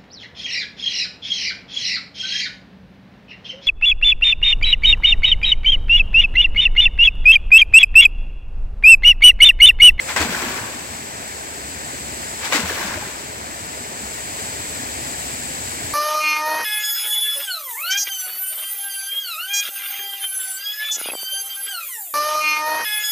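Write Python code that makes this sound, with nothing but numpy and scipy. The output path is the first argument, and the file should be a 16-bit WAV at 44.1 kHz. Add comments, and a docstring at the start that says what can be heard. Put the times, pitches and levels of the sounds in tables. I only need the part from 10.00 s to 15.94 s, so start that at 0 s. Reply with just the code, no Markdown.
"""Water spurts from the waste valve of a hydraulic ram pump in a creek, over the steady rush of a riffle.
The valve slams as a ring of damped modes, and jets of shaped noise and bubbles burst out; the pump cycles twice.
Air pockets gulp as gliding damped sines, and the thrown water patters back as dense swarms of bubbles.
The riffle, off to the right, sums bubble swarms and noise; the microphone ports ring near 8 kHz."""
import sys
import numpy as np
from scipy.fft import rfft, irfft, next_fast_len
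from scipy.io import wavfile
from scipy.ndimage import map_coordinates

SR = 44100
rng = np.random.default_rng(int(sys.argv[2]) if len(sys.argv) > 2 else 0)


def inscribe(sig):
    """Save sig as 16-bit PCM at rate SR to the path in sys.argv[1].

    A 1-D sig is mono; a 2-D sig holds one channel per row.
    Samples are clipped to [-1, 1] before scaling.
    """
    pcm = np.round(np.clip(np.atleast_2d(sig).T, -1, 1) * 32767)
    wavfile.write(sys.argv[1], SR, pcm.astype(np.int16))


N = 261832


def amp(db):
    """Logarithmic level: decibels become an amplitude gain."""
    return 10 ** (np.asarray(db) / 20)


def unit(x):
    """Root-mean-square normalization: scale to rms 1."""
    return x / np.sqrt(np.mean(x ** 2) + 1e-20)


def clock():
    """Uniform sampling: the time of every sample in seconds."""
    return np.arange(N) / SR


def along(points, hz):
    """Interpolation on a logarithmic frequency axis, from (Hz, value) points."""
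    point_hz, values = np.transpose(points)
    return np.interp(np.log(hz + 1), np.log(point_hz + 1), values)


def curves(rows):
    """Linear interpolation in time: one curve for each column after the time."""
    s, *columns = np.transpose(rows)
    return [np.interp(clock(), s, column) for column in columns]


def wobble(rate):
    """Slow random modulation: a smooth curve through rate random knots a second."""
    knots = rng.standard_normal(int(N * rate / SR) + 4)
    return map_coordinates(knots, [np.arange(N) * rate / SR])


def filtered(x, response):
    """Linear filtering: the spectrum of x times a complex response of frequency."""
    m = next_fast_len(N + SR // 2)
    return irfft(rfft(x, m) * response(np.fft.rfftfreq(m, 1 / SR)), m)[..., :N]


def add(track, s, sound):
    """Superposition: mix a sound into a track at time s."""
    start = max(round(s * SR), 0)
    track[..., start:start + sound.shape[-1]] += sound[..., :max(N - start, 0)]


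def bubbles(count, low_hz, high_hz, cycles, spread_db):
    """Bubble resonance: each of a swarm falls 60 dB in the given cycles while its pitch rises."""
    when, pitch, chance = rng.random((count, 3)).T[..., None]
    hz = low_hz * (high_hz / low_hz) ** pitch
    # the longest ring is capped to bound the memory of a large swarm
    t = np.arange(min(int(cycles / low_hz * SR), 4_000_000 // count)) / SR
    age = t * hz / cycles
    # a few bubbles are much louder than the rest
    size = amp(spread_db * np.minimum(-np.log(1 - chance), 4)) * hz
    ring = size * amp(-60 * age) * np.sin(2 * np.pi * hz * t * (1 + age / 10))
    position = (when * N).astype(int) + np.arange(len(t))
    return unit(np.bincount(position.ravel(), ring.ravel(), N)[:N])


def water(share, count, low_hz, high_hz, cycles, spread_db):
    """Power sharing: in two unrelated streams, bubbles replace a share of the noise power in a band."""
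    share = np.clip(share, 0, 1)
    grains = np.array([bubbles(count, low_hz, high_hz, cycles, spread_db) for _ in range(2)])
    noise = rng.standard_normal((2, N))
    blur = filtered(noise, lambda hz: np.sqrt(1 - share * ((hz > low_hz) & (hz < high_hz))))
    return np.sqrt(share * 2 * (high_hz - low_hz) / SR) * grains + blur


def stereo(pair, spectrum, alike):
    """Interchannel coherence: colour two streams and blend them by likeness, at rms 1."""
    def blend(hz):
        turn = np.arccos(np.clip(along(alike, hz), -1, 1)) / 2
        return amp(along(spectrum, hz)) * np.array([np.cos(turn), np.sin(turn)])

    mid, side = filtered(pair, blend)
    return unit(np.array([mid + side, mid - side]))


# pump strokes: slam_s, spurt_rise_s, burst_rise_s, rebound_delay_s, rebound_db (relative to the slam),
# mist_db (added to the mist of every jet)
PUMP_STROKES = [(0.162, .01, 0.0023, .044, -5, -1.2), (2.523, .03, .008, .022, -12, .9)]
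# modes of the valve housing: mode_hz, level_db (relative, before a small random spread), t60_s
HOUSING_MODES = [(520, -4, 0.091), (1040, 5.5, 0.048), (1360, -5, .07), (1553, 3.5, 0.05), (1930, 7, 0.059),
                 (2260, -8, .06), (2866, -1, 0.052), (3790, -56, .03)]
SLAM_DB = -23.5


def valve():
    """Modal impact: the valve hits its seat and rebounds once; water damps the housing's modes."""
    out, t = np.zeros((2, N)), np.arange(SR // 4) / SR
    for slam, _, _, rebound, rebound_db, _ in PUMP_STROKES:
        for s, db in [(slam, SLAM_DB), (slam + rebound, SLAM_DB + rebound_db)]:
            ring = 0
            for hz, level, t60 in HOUSING_MODES:
                decay = amp(level + rng.normal(0, 0.96) - 60 * t / t60)
                phase = rng.normal(0, 0.55, (2, 1))  # differs between the channels
                ring = ring + decay * np.sin(2 * np.pi * hz * t + phase)
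            crack = .8 * amp(-60 * t / .008) * rng.standard_normal((2, len(t)))
            onset = 1 - np.exp(-t / 0.0012)
            add(out, s, amp(db) * (ring + crack) * onset)
    return out


# spectrum of the jet: frequency_hz, relative_level_db (per Hz)
JET_SPECTRUM = [(100, -37), (400, -19), (850, 0.5), (1200, -2.5), (1580, 1), (2150, 1.5), (2900, -6.5),
                (4500, -14), (8000, -20), (16000, -26)]
# spectrum of the churned pool: frequency_hz, relative_level_db (per Hz)
CHURN_SPECTRUM = [(28, -36), (72, -15), (140, -9), (280, 4), (560, 6), (900, -2), (2000, -17), (5000, -42)]
# spectrum of the bright part of a jet: frequency_hz, relative_level_db (per Hz)
MIST_SPECTRUM = [(1200, -33), (2600, 2), (3400, 3.5), (4400, 5), (5600, 0), (8000, -4), (10000, -4.5),
                 (16000, -5.5)]
# likeness of the two channels near the pump: frequency_hz, likeness (0-1)
PUMP_LIKENESS = [(150, 0.85), (600, 1), (1200, 0.7), (2000, 0.31), (3000, 0.061), (7000, .02)]
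# three jets a stroke: level_db, hold_s, t60_s, churn_db and mist_db (both relative to the jet)
SPURT = (-25.8, .008, .3, -20, -4.8)
BURST = (-19.5, .014, .27, -10.5, -5)
SURGE = (-23.4, .008, 0.36, -7, -.3)
SPURT_LEAD_S, SURGE_RISE_S = 0.072, 0.014  # the spurt peaks before the slam; the surge follows the rebound


def jets():
    """Turbulent jet noise: spurt, burst at the slam and surge at the rebound tear into mist and churn the pool."""
    power = np.zeros((3, N))
    for slam, spurt_rise, burst_rise, rebound, _, stroke_mist_db in PUMP_STROKES:
        stroke_jets = [(slam - SPURT_LEAD_S, spurt_rise, SPURT),
                       (slam + burst_rise / 2, burst_rise, BURST),
                       (slam + rebound + SURGE_RISE_S / 2, SURGE_RISE_S, SURGE)]
        for peak, rise, (db, hold, t60, churn_db, mist_db) in stroke_jets:
            t = clock() - peak
            fall_db = 60 * np.maximum(t - hold, 0) / t60
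            swell = amp(db - fall_db) * np.exp(np.minimum(t, 0) / rise)
            parts_db = [[0], [churn_db], [mist_db + stroke_mist_db]]
            power += (amp(parts_db) * swell) ** 2  # overlapping jets add in power
    force, digging, tearing = np.sqrt(power)
    jet_water = water(share=0.33, count=9000, low_hz=596, high_hz=3450, cycles=12.0, spread_db=1)
    mist_water = water(share=0.69, count=9000, low_hz=2600, high_hz=15200, cycles=3.3, spread_db=4.0)
    jet = stereo(jet_water, JET_SPECTRUM, PUMP_LIKENESS)
    churn = stereo(rng.standard_normal((2, N)), CHURN_SPECTRUM, PUMP_LIKENESS)
    mist = stereo(mist_water, MIST_SPECTRUM, PUMP_LIKENESS)
    return jet * force + churn * digging + mist * tearing


# single large air pockets breaking loose: start_s, pitch_hz (at the start), level_db
AIR_POCKETS = [(0.197, 83, -22.5), (0.424, 270, -27), (0.462, 227, -27.5), (0.608, 113, -29),
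               (2.628, 80, -30), (2.846, 183, -31), (2.957, 88, -30), (2.975, 610, -25), (3.021, 835, -28),
               (4.672, 70.6, -32), (5.908, 286, -30)]
# the hollow round the pump closes in a run of gulps, each larger and so lower than the last
GULP_HZ, GULP_PITCH_RATIO, GULP_GAP_S = 294, .785, .042
GULP_DB, GULP_LOSS_DB = -21.5, 1.4
POCKET_T60_S, POCKET_RISE_OCT_PER_S = 0.12, .4  # t60 of a 200 Hz pocket; higher ones die sooner


def pockets():
    """Air-cavity resonance: trapped air rings with a soft start and rising pitch, gulping from each rebound."""
    gulps = [(slam + rebound + k * GULP_GAP_S, GULP_HZ * GULP_PITCH_RATIO ** k, GULP_DB - k * GULP_LOSS_DB)
             for slam, _, _, rebound, *_ in PUMP_STROKES for k in range(3)]
    out, t = np.zeros(N), np.arange(SR // 3) / SR
    for s, hz, db in gulps + list(AIR_POCKETS):
        t60 = POCKET_T60_S * np.sqrt(200 / hz)
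        phase = 2 * np.pi * np.cumsum(hz * 2 ** (POCKET_RISE_OCT_PER_S * t)) / SR
        onset = (1 - np.exp(-t * hz / .5)) ** 2
        add(out, s, amp(db - 60 * t / t60) * onset * np.sqrt(2) * np.sin(phase))
    return out


def shower(db, delay, rise, hold, fade_db_per_s):
    """Envelope of falling water: after each slam it sets in, holds and thins out exponentially."""
    gain = np.zeros(N)
    for slam, *_ in PUMP_STROKES:
        t = clock() - slam - delay
        gain += np.clip(t / rise, 0, 1) * amp(db - fade_db_per_s * np.maximum(t - hold, 0))
    return gain


# spectrum of the landing drops: frequency_hz, relative_level_db (per Hz)
PATTER_SPECTRUM = [(40, -30), (120, -16), (250, -4), (430, -7), (600, -0.5), (750, -3), (1000, 3),
                   (1270, -1.5), (1560, 4), (2400, -3), (3200, -19), (7000, -25), (16000, -45)]
# spectrum of the fine spray: frequency_hz, relative_level_db (per Hz)
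SPRAY_SPECTRUM = [(800, -18), (2500, 5.5), (4500, 4), (6200, -0.5), (8000, -7), (10000, -2), (16000, -2)]
# likeness of the two channels over the pool: frequency_hz, likeness (0-1)
POOL_LIKENESS = [(150, 0.75), (500, 1), (900, 0.64), (1800, 0.27), (3000, 0.0048), (7000, 0.11)]
# the largest sheets of water slapping the pool: start_s, level_db (before the onset)
SHEET_SLAPS = [(0.323, -30), (0.348, -30), (0.418, -24.5), (0.482, -31), (0.569, -30), (0.932, -32),
               (2.695, -32), (2.828, -29), (2.869, -29), (2.935, -30)]
# falling water: level_db, delay_s (slam to first landing), rise_s, hold_s (from first landing), fade_db_per_s
PATTER_FALL = (-30.5, .07, 0.07, .31, 50)
SPRAY_FALL = (-30.8, 0.12, .015, 0.12, 27)
SLOSH_DB = -40  # gulps among the falling water


def fallback():
    """Droplet impact: thrown water lands in clumps and slapping sheets, with spray above and slosh below."""
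    patter_water = water(share=0.62, count=7000, low_hz=401, high_hz=3590, cycles=20, spread_db=3.0)
    spray_water = water(share=0.44, count=7000, low_hz=2580, high_hz=15000, cycles=5.8, spread_db=3.0)
    patter = stereo(patter_water, PATTER_SPECTRUM, POOL_LIKENESS)
    spray = stereo(spray_water, SPRAY_SPECTRUM, POOL_LIKENESS)
    slosh = bubbles(count=300, low_hz=160, high_hz=600, cycles=27, spread_db=2)
    sheets, t = np.zeros(N), np.arange(SR // 6) / SR
    for s, db in SHEET_SLAPS:
        add(sheets, s, amp(db - 60 * t / 0.052) * (1 - np.exp(-t / 0.0023)))
    # random gains gather the drops into clumps
    drops = patter * shower(*PATTER_FALL) * amp(1.6 * wobble(50))
    fine_drops = spray * shower(*SPRAY_FALL) * amp(.7 * wobble(50))
    slaps = sheets * (patter + amp(-4) * spray)
    return drops + fine_drops + slaps + slosh * shower(SLOSH_DB, *PATTER_FALL[1:])


# the riffle's slow swells about their means: time_s, gurgle_swell_db, fizz_swell_db
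RIFFLE_SWELLS = [(0.0, -0.5, 0), (0.9, -0.5, -2.5), (1.55, -3, -2.0), (2.05, 3, 0), (2.3, -0.5, 0.5),
                 (3.3, -1.2, -3), (3.95, -1.5, -0.8), (4.35, -0.4, 1.9), (5.25, 1.8, 2.5), (5.7, 0, 2.5),
                 (5.92, 3, 2.5)]
# spectrum of the deep gurgling: frequency_hz, relative_level_db (per Hz)
GURGLE_SPECTRUM = [(20, -46), (33, -30), (48, -18), (63, 1.5), (88, -0.5), (120, -2.5), (200, -3),
                   (305, -1.5), (360, -7), (410, -3.5), (520, -16.5), (1200, -30.5)]
# spectrum of the burbling body: frequency_hz, relative_level_db (per Hz)
BODY_SPECTRUM = [(120, -36), (300, -9.5), (520, -3.5), (670, -1.5), (930, -2), (1100, -3.5), (1370, -6),
                 (1800, -2.5), (2400, -6.5), (3200, -14), (6000, -13), (10000, -35)]
# spectrum of the bursting foam: frequency_hz, relative_level_db (per Hz)
FIZZ_SPECTRUM = [(800, -15), (2400, -2.5), (3500, -4), (4700, -3), (6100, -6), (6950, -1.5), (7400, -0.5),
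                 (7880, 2.5), (9000, -5.5), (12500, -6.5), (14000, -9.5), (16000, -5.5)]
# likeness of the two channels in the riffle: frequency_hz, likeness (0-1)
RIFFLE_LIKENESS = [(150, 0.86), (450, 0.82), (700, 0.67), (1100, 0.86), (2000, 0.62), (3000, 0.23),
                   (4500, 0.56), (7000, 0), (14000, 0)]
# shading in the riffle's direction: frequency_hz, left_minus_right_db
RIFFLE_SHADING = [(80, 2.5), (500, 0), (1800, 2.5), (3300, 1.2), (4400, 3), (6100, 5.5), (7600, 2),
                  (9800, 1), (12000, -10), (16000, -5)]
GURGLE_DB, BODY_DB, FIZZ_DB = -39.6, -35, -33.9  # mean levels
BODY_FOLLOWS = 0.28  # share of the fizz's swell in dB that the burbling body takes


def riffle():
    """Entrained-air noise: a creek over stones gurgles, burbles, trickles and fizzes with bursting foam."""
    gurgle_swell, fizz_swell = curves(RIFFLE_SWELLS)
    gurgle_water = water(share=0.46, count=900, low_hz=59.1, high_hz=584, cycles=13.8, spread_db=2.5)
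    burble = water(share=0.49, count=7000, low_hz=300.4, high_hz=3215, cycles=25.6, spread_db=2.0)
    # a few bubbles close to the surface ring on for longer
    trickle = np.array([bubbles(count=800, low_hz=401.3, high_hz=1599, cycles=61, spread_db=1.7)
                        for _ in range(2)])
    fizz_water = water(share=0.43, count=14000, low_hz=2500, high_hz=15800, cycles=4.3, spread_db=1.5)
    gurgle = stereo(gurgle_water, GURGLE_SPECTRUM, RIFFLE_LIKENESS)
    body = stereo(burble + amp(-17.5) * trickle, BODY_SPECTRUM, RIFFLE_LIKENESS)
    fizz = stereo(fizz_water, FIZZ_SPECTRUM, RIFFLE_LIKENESS)
    rush = gurgle * amp(GURGLE_DB + gurgle_swell)
    rush += body * amp(BODY_DB + BODY_FOLLOWS * fizz_swell + 0.32 * wobble(8.1))
    rush += fizz * amp(FIZZ_DB + fizz_swell + 0.33 * wobble(18))
    return heard_from(rush, RIFFLE_SHADING, left_lag=0.00042)


def heard_from(x, shading, left_lag):
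    """Directional hearing: the left lags by left_lag seconds and the microphones' casing shades each side."""
    half = np.array([[.5], [-.5]])
    return filtered(x, lambda hz: amp(half * along(shading, hz)) * np.exp(-2j * np.pi * hz * half * left_lag))


def bank(x, echo_db):
    """Diffuse reflection: stones and the bank send back a scatter of weak, dull echoes."""
    delay, size = rng.uniform(.004, .04, 12), rng.standard_normal(12)
    echoes = np.zeros((2, N))
    for s, gain in zip(delay, size / np.linalg.norm(size)):
        add(echoes, s, gain * x)
    return x + amp(echo_db) * filtered(echoes, lambda hz: 1 / (1 + 1j * hz / 5000))


# shading in the pump's direction: frequency_hz, left_minus_right_db
PUMP_SHADING = [(80, 3), (1000, 0), (1900, 2), (2400, 8), (4200, 0.5), (5900, 10.5), (8600, 6.5),
                (10500, -2), (12300, -9), (16000, -1)]


def scene():
    """Superposition of sources: the pump straight ahead, the riffle to the right, each with its echoes."""
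    pump = valve() + jets() + pockets() + fallback()
    pump = heard_from(pump, PUMP_SHADING, left_lag=-0.00006)
    return bank(pump, echo_db=-13.5) + bank(riffle(), echo_db=-18.5)


# resonance of the microphone ports: frequency_hz, gain_db
PORT_RESONANCE = [(6200, 1), (7300, 6.5), (7950, 7.5), (8450, 4), (9100, -1.5), (16000, -3.5)]
TOP_HZ = 15900  # band limit


def record(dry):
    """Port resonance: the microphone ports colour the treble, and nothing is kept above the band limit."""
    return filtered(dry, lambda hz: amp(along(PORT_RESONANCE, hz)) * (hz < TOP_HZ))


dry = scene()
out = record(dry)
inscribe(out)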